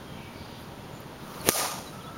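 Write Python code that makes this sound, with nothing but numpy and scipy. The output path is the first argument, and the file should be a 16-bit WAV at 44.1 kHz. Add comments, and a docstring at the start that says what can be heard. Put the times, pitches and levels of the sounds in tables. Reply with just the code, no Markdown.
"""A metal bat strikes a pitched ball on a park field in front of a wall of trees.
At first birds call over distant traffic and a faint hum. Clothes rustle as the batter turns, and the bat
whooshes through the air. At 1.49 s the impact radiates a crack and sets the barrel's modes pinging.
The crack is reflected by the ground, then scattered back by the foliage as a swelling wash.
As that decays, a nearer bird sings again and two far whistling tones sound."""
import sys
import numpy as np
from scipy import signal
from scipy.fft import rfft, irfft
from scipy.io import wavfile

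SR = 44100
rng = np.random.default_rng(int(sys.argv[2]) if len(sys.argv) > 2 else 0)


def unload_audio(sound):
    """Save the sound as a 16-bit wav file, at the path given as the first command line argument."""
    columns = np.transpose(np.atleast_2d(sound))
    # keep every value between -1 and 1, then stretch to whole-number steps
    steps = np.round(np.clip(columns, -1, 1) * 32767)
    wavfile.write(sys.argv[1], SR, steps.astype(np.int16))


N = 95873
HIT_S, CUTOFF_HZ = 1.4886, 16000

# spectrum of distant traffic and leaf hiss: f/Hz, relative level/dB
PARK_SPECTRUM = [(25, -29), (60, -5), (140, 2), (280, -3.5), (450, -6.5), (850, -9.5), (1300, -12.5),
                 (2000, -19), (3500, -20), (5500, -26.5), (8500, -27.5), (15500, -33)]
# partials of the steady hum: f/Hz, level/dB
HUM_PARTIALS = [(937, -58.5), (1873, -74.5)]
# far bird calls: centre t/s, half-duration/s, f/Hz, bandwidth/Hz, level/dB
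FAR_BIRD_CALLS = [(0.31, .18, 2285, 67, -56), (0.13, 0.1, 3180, 160, -58), (0.24, 0.12, 2660, 790, -55.5),
                  (0.42, 0.087, 4600, 690, -55.5), (0.585, .08, 4700, 450, -60.5),
                  (0.52, 0.14, 3500, 1300, -55), (0.97, 0.05, 7060, 350, -58)]
# a nearer bird's notes: onset t/s, duration/s, start f/Hz, middle f/Hz, end f/Hz, level/dB
NEAR_BIRD_NOTES = [(1.19, .07, 3500, 3670, 4160, -59.5), (1.39, 0.043, 4900, 4400, 4240, -48),
                   (1.849, 0.06, 4350, 3910, 4120, -49), (1.996, 0.043, 3500, 3250, 2780, -52),
                   (2.028, 0.046, 3900, 3830, 4100, -53.5), (2.053, 0.046, 3450, 3430, 4000, -48.5)]
# far whistling tones: onset t/s, duration/s, final f/Hz, upward glide/Hz, level/dB
WHISTLE_TONES = [(1.915, .32, 1312, 44.8, -46.5), (2.067, .2, 1613, 30, -55.5)]
# envelope of the rustle of clothes and shoes: t/s, level/dB
RUSTLE_ENVELOPE = [(1.1, -77), (1.22, -51.5), (1.31, -45.5), (1.39, -42.5), (1.45, -42.5), (1.52, -39),
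                   (1.6, -74)]
# spectrum of that rustle: f/Hz, relative level/dB
RUSTLE_SPECTRUM = [(200, -2), (700, 0), (1250, 4), (1800, -10), (4000, -12), (6500, -13), (10000, -13),
                   (16000, -14.5)]
# scuffs of grip and sleeves: centre t/s, half-duration/s, level/dB, f/Hz
SCUFFS = [(0.613, 0.031, -56.5, 11900), (1.005, 0.0013, -43, 13200), (1.348, .006, -47, 3000),
          (1.415, 0.00094, -36, 10500)]
# envelope of the bat's whoosh: t/s, level/dB
WHOOSH_ENVELOPE = [(1.40, -63), (1.44, -42), (1.458, -33.5), (1.472, -25), (1.488, -27), (1.505, -27.5),
                   (1.525, -76)]
# spectrum of that whoosh: f/Hz, relative level/dB
WHOOSH_SPECTRUM = [(40, -26), (120, -6), (330, 3.5), (600, -1.5), (1200, -18), (2500, -9), (5000, -19),
                   (10000, -11), (16000, -20.5)]
# echo of the trees by band: f/Hz, relative level/dB, delay to peak/s, rise/s, T60/s
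TREE_ECHO_BANDS = [(202, -13, 0.06, 0.028, 1), (396, 2.5, 0.091, 0.018, 0.67),
                   (664, 10, 0.076, 0.014, 0.57), (920, 6.5, 0.16, 0.053, 0.4), (1255, 0.5, 0.14, 0.11, .6),
                   (1650, 0, 0.11, 0.029, 0.47), (3340, -4, 0.12, 0.081, 0.54), (6300, 1, 0.11, 0.08, 0.55),
                   (9600, 1, 0.11, 0.18, 0.43), (14500, -8, 0.086, 0.14, 0.41)]
# reflections from the ground and things nearby: delay/s, relative level/dB
REFLECTIONS = [(.0053, -6.5), (.013, -17), (.031, -20)]
# the barrel's lasting ping: f/Hz, level/dB, T60/s
PING_MODES = [(1216, -29.5, .58), (1240, -35, .35)]
# the bat's other modes, weaker or briefer: f/Hz, level/dB, T60/s
BAT_MODES = [(625, -38, .5), (810, -22, .015), (1295, -26, .015), (2010, -26, .012), (2266, -48, .6),
             (5889, -45, .6), (6200, -18, .009)]
# spectrum of the crack: f/Hz, relative level/dB
CRACK_SPECTRUM = [(200, -18), (500, 0), (900, 1), (2000, 8.5), (3300, 3), (5000, 3.5), (6300, 11.5),
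                  (9000, 3), (11000, 9.5), (14000, 2.5), (16500, -9)]
# notches in the microphone's response: f/Hz, bandwidth/Hz
MIC_NOTCHES = [(7780, 1060), (7930, 1270), (11800, 720)]


def from_db(db):
    """Amplitude ratio of a level in decibels."""
    return 10 ** (np.asarray(db) / 20)


def unit_rms(x):
    """Normalisation to unit mean power."""
    return x / np.sqrt(np.mean(x ** 2) + 1e-20)


def clock():
    """Time t/s of every sample."""
    return np.arange(N) / SR


def bins():
    """Frequency f/Hz of every Fourier bin, at least 1 Hz."""
    return np.maximum(np.fft.rfftfreq(N, 1 / SR), 1)


def envelope(points):
    """Amplitude interpolated through (t/s, level/dB), zero beyond the ends."""
    times, db = np.transpose(points)
    return from_db(np.interp(clock(), times, db, left=-np.inf, right=-np.inf))


def decay(age, t60):
    """Exponential damping from age zero, by 60 dB in t60 seconds."""
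    return np.exp(-np.log(1000) * np.maximum(age, 0) / t60)


def swell(age, delay, rise):
    """Gaussian rise that reaches 1 at the delay and holds."""
    return np.exp(-(np.minimum(age - delay, 0) / rise) ** 2 / 2)


def filtered(x, spectrum):
    """Zero-phase filtering by a curve of (f/Hz, level/dB)."""
    hz, db = np.transpose(spectrum)
    return irfft(rfft(x) * from_db(np.interp(np.log(bins()), np.log(hz), db)), N)


def noise(gains):
    """White noise weighted bin by bin, at unit rms."""
    return unit_rms(irfft(rfft(rng.standard_normal(N)) * gains, N))


def coloured(spectrum):
    """White noise shaped by (f/Hz, level/dB), at unit rms."""
    return unit_rms(filtered(rng.standard_normal(N), spectrum))


def band_noise(hz, width):
    """Unit-rms noise in a Gaussian band; centred on 0 Hz it is a random fluctuation."""
    return noise(np.exp(-2 * ((bins() - hz) / width) ** 2))


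def noise_burst(centre_s, half_s, hz, width):
    """Band noise under a Gaussian envelope."""
    return band_noise(hz, width) * np.exp(-((clock() - centre_s) / half_s) ** 2)


def throb(pulses_per_s=36, jitter=.6, hz=146, t60=.013):
    """An uneven pulse train excites a damped low resonance, as of a far engine."""
    t = clock()
    cycles = np.cumsum(pulses_per_s * (1 + jitter * band_noise(0, 60))) / SR
    onsets = np.diff(np.floor(np.maximum.accumulate(cycles)), prepend=0)
    pulses = onsets * rng.uniform(.17, 1, N)
    resonance = -np.cos(2 * np.pi * hz * t) * decay(t, t60)
    beats = signal.fftconvolve(pulses, resonance)[:N]
    return from_db(-50.5) * unit_rms(signal.sosfilt(signal.butter(2, 450, fs=SR, output="sos"), beats))


def hum(waver=.41):
    """Steady partials waver by interference with narrow-band noise."""
    return sum(from_db(db) * (np.sqrt(2) * np.sin(2 * np.pi * hz * clock()) + waver * band_noise(hz, 31))
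               for hz, db in HUM_PARTIALS)


def traffic_and_leaves():
    """Many distant sources add incoherently to a steady broadband noise."""
    return from_db(-43) * coloured(PARK_SPECTRUM)


def birds(flutter=.35, echo_db=-9, echo_t60=.2):
    """Scattering in the wood blurs far calls to noise and gives nearer gliding notes an echo."""
    t = clock()
    far = sum(from_db(db) * noise_burst(centre, half, hz, width)
              for centre, half, hz, width, db in FAR_BIRD_CALLS)
    notes = 0
    for onset, length, start, middle, end, db in NEAR_BIRD_NOTES:
        progress = np.clip((t - onset) / length, 0, 1)
        hz = np.polyval(np.polyfit([0, .5, 1], [start, middle, end], 2), progress)
        notes += from_db(db) * np.sin(np.pi * progress) * np.sin(2 * np.pi * np.cumsum(hz) / SR)
    notes *= 1 + flutter * band_noise(0, 300)
    leaf_response = rng.standard_normal(N) * decay(t, echo_t60)
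    echo = signal.fftconvolve(notes, leaf_response / np.linalg.norm(leaf_response))[:N]
    return far + notes + from_db(echo_db) * echo


def whistles(fade_s=.035, waver=.55):
    """Far tones glide up to pitch; propagation over the field makes them fluctuate."""
    tones = 0
    for onset, length, hz, glide_hz, db in WHISTLE_TONES:
        age = clock() - onset
        phase = 2 * np.pi * np.cumsum(hz - glide_hz * np.exp(-np.maximum(age, 0) / fade_s)) / SR
        gate = np.clip(np.minimum(age, length - age) / fade_s, 0, 1)
        tones += from_db(db) * gate * (np.sin(phase) + waver * band_noise(hz, 105))
    return tones


def tree_echo(echo_db=-19, grain_db=1.4, deep_wood_db=-18, deep_wood_t60=1.46):
    """Scattering by leaves and trunks returns the crack as a diffuse wash whose bass lasts longest."""
    age = clock() - HIT_S
    centres = [band[0] for band in TREE_ECHO_BANDS]
    bass_rolloff = np.minimum(bins() / centres[0], 1) ** 2
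    wash = 0
    for (_, db, delay, rise, t60), selector in zip(TREE_ECHO_BANDS, np.eye(len(centres))):
        power_share = np.interp(np.log(bins()), np.log(centres), selector) * bass_rolloff
        band = np.sqrt(power_share.mean()) * noise(np.sqrt(power_share))
        deep_wood = from_db(deep_wood_db) * decay(age - delay, deep_wood_t60)
        tail = np.hypot(decay(age - delay, t60), deep_wood)  # incoherent returns add in power
        wash += from_db(db) * band * swell(age, delay, rise) * tail
    return from_db(echo_db + grain_db * band_noise(0, 320)) * wash * (age > 0)


def batter():
    """Friction noise: clothes and shoes rustle as the body turns, grip and sleeves scuff."""
    scuffs = sum(from_db(db) * noise_burst(centre, half, hz, width=4000)
                 for centre, half, db, hz in SCUFFS)
    return envelope(RUSTLE_ENVELOPE) * coloured(RUSTLE_SPECTRUM) + scuffs


def whoosh():
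    """Flow noise swells as the bat sweeps through the air."""
    return envelope(WHOOSH_ENVELOPE) * coloured(WHOOSH_SPECTRUM)


def barrel(age, return_s=.13, return_rise_s=.035, return_gain=.75, waver=.25):
    """Free vibration in damped modes; reflection from the trees renews the ping."""
    modes = sum(from_db(db) * np.sin(2 * np.pi * hz * age) * decay(age, t60) for hz, db, t60 in BAT_MODES)
    for hz, db, t60 in PING_MODES:
        returned = return_gain * swell(age, return_s, return_rise_s) * decay(age - return_s, t60)
        modes += from_db(db) * np.sin(2 * np.pi * hz * age) * np.hypot(decay(age, t60), returned)
    return modes * (1 + waver * band_noise(0, 37))


def air_pulse(age, width_s):
    """A rarefaction followed by a compression: a Gaussian derivative of height 1."""
    return age / width_s * np.exp((1 - (age / width_s) ** 2) / 2)


def contact_click(stages=13, bandwidth_hz=900):
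    """Dispersion in the barrel wall, an all-pass chain, spreads the contact over about a millisecond."""
    click = signal.unit_impulse(N, int(HIT_S * SR)) + 1e-18
    radius = np.exp(-np.pi * bandwidth_hz / SR)
    for hz in (np.arange(stages) + rng.random(stages)) * CUTOFF_HZ / stages:
        denominator = [1, -2 * radius * np.cos(2 * np.pi * hz / SR), radius * radius]
        click = signal.lfilter(denominator[::-1], denominator, click)
    return click


def impact(push_delay_s=.0015, reflected_push_share=.27):
    """The collision radiates a crack, a push of air and the barrel's ring; early reflections follow."""
    t = clock()
    age = t - HIT_S
    crack = from_db(9) * filtered(contact_click(), CRACK_SPECTRUM)
    puff = from_db(-7) * air_pulse(age - push_delay_s, width_s=.00039)  # the ball squashes and rebounds
    thud = from_db(-23) * air_pulse(age - push_delay_s, width_s=.00084)  # slower air around the ball
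    push = puff + thud
    scatter = from_db(-19) * coloured(CRACK_SPECTRUM) * decay(age, t60=.091)  # off batter and dirt
    reflected = crack + reflected_push_share * push
    reflections = sum(from_db(db) * np.interp(t - delay, t, reflected) for delay, db in REFLECTIONS)
    return crack + push + (barrel(age) + scatter) * (age > 0) + reflections


def scene():
    """Superposition of all sources at the microphone, in one channel."""
    background = throb() + hum() + traffic_and_leaves() + birds() + whistles()
    return (background + tree_echo() + batter() + whoosh() + impact())[None]


def limiter(x, threshold_db=-8.5, attack_s=.0062, release_db_per_s=30):
    """Automatic gain control: a peak over the threshold pulls the gain down, and it creeps back."""
    excess_db = np.maximum(20 * np.log10(np.abs(x) + 1e-9) - threshold_db, 0)
    release_db = release_db_per_s * clock()
    held_db = np.maximum.accumulate(excess_db + release_db, axis=-1) - release_db
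    pole = np.exp(-1 / (attack_s * SR))
    return x * from_db(-signal.lfilter([1 - pole], [1, -pole], held_db))


def record(dry, ceiling=.9, notch_leak=.11):
    """Soft saturation and limiting compress the crack; filters notch the treble and cut the top."""
    x = limiter(ceiling * np.tanh(dry / ceiling))
    for hz, width in MIC_NOTCHES:
        notched = signal.lfilter(*signal.iirnotch(hz, hz / width, fs=SR), x)
        x = notch_leak * x + (1 - notch_leak) * notched
    return signal.sosfilt(signal.ellip(12, .1, 80, CUTOFF_HZ - 200, fs=SR, output="sos"), x)


dry = scene()
out = record(dry)
unload_audio(out)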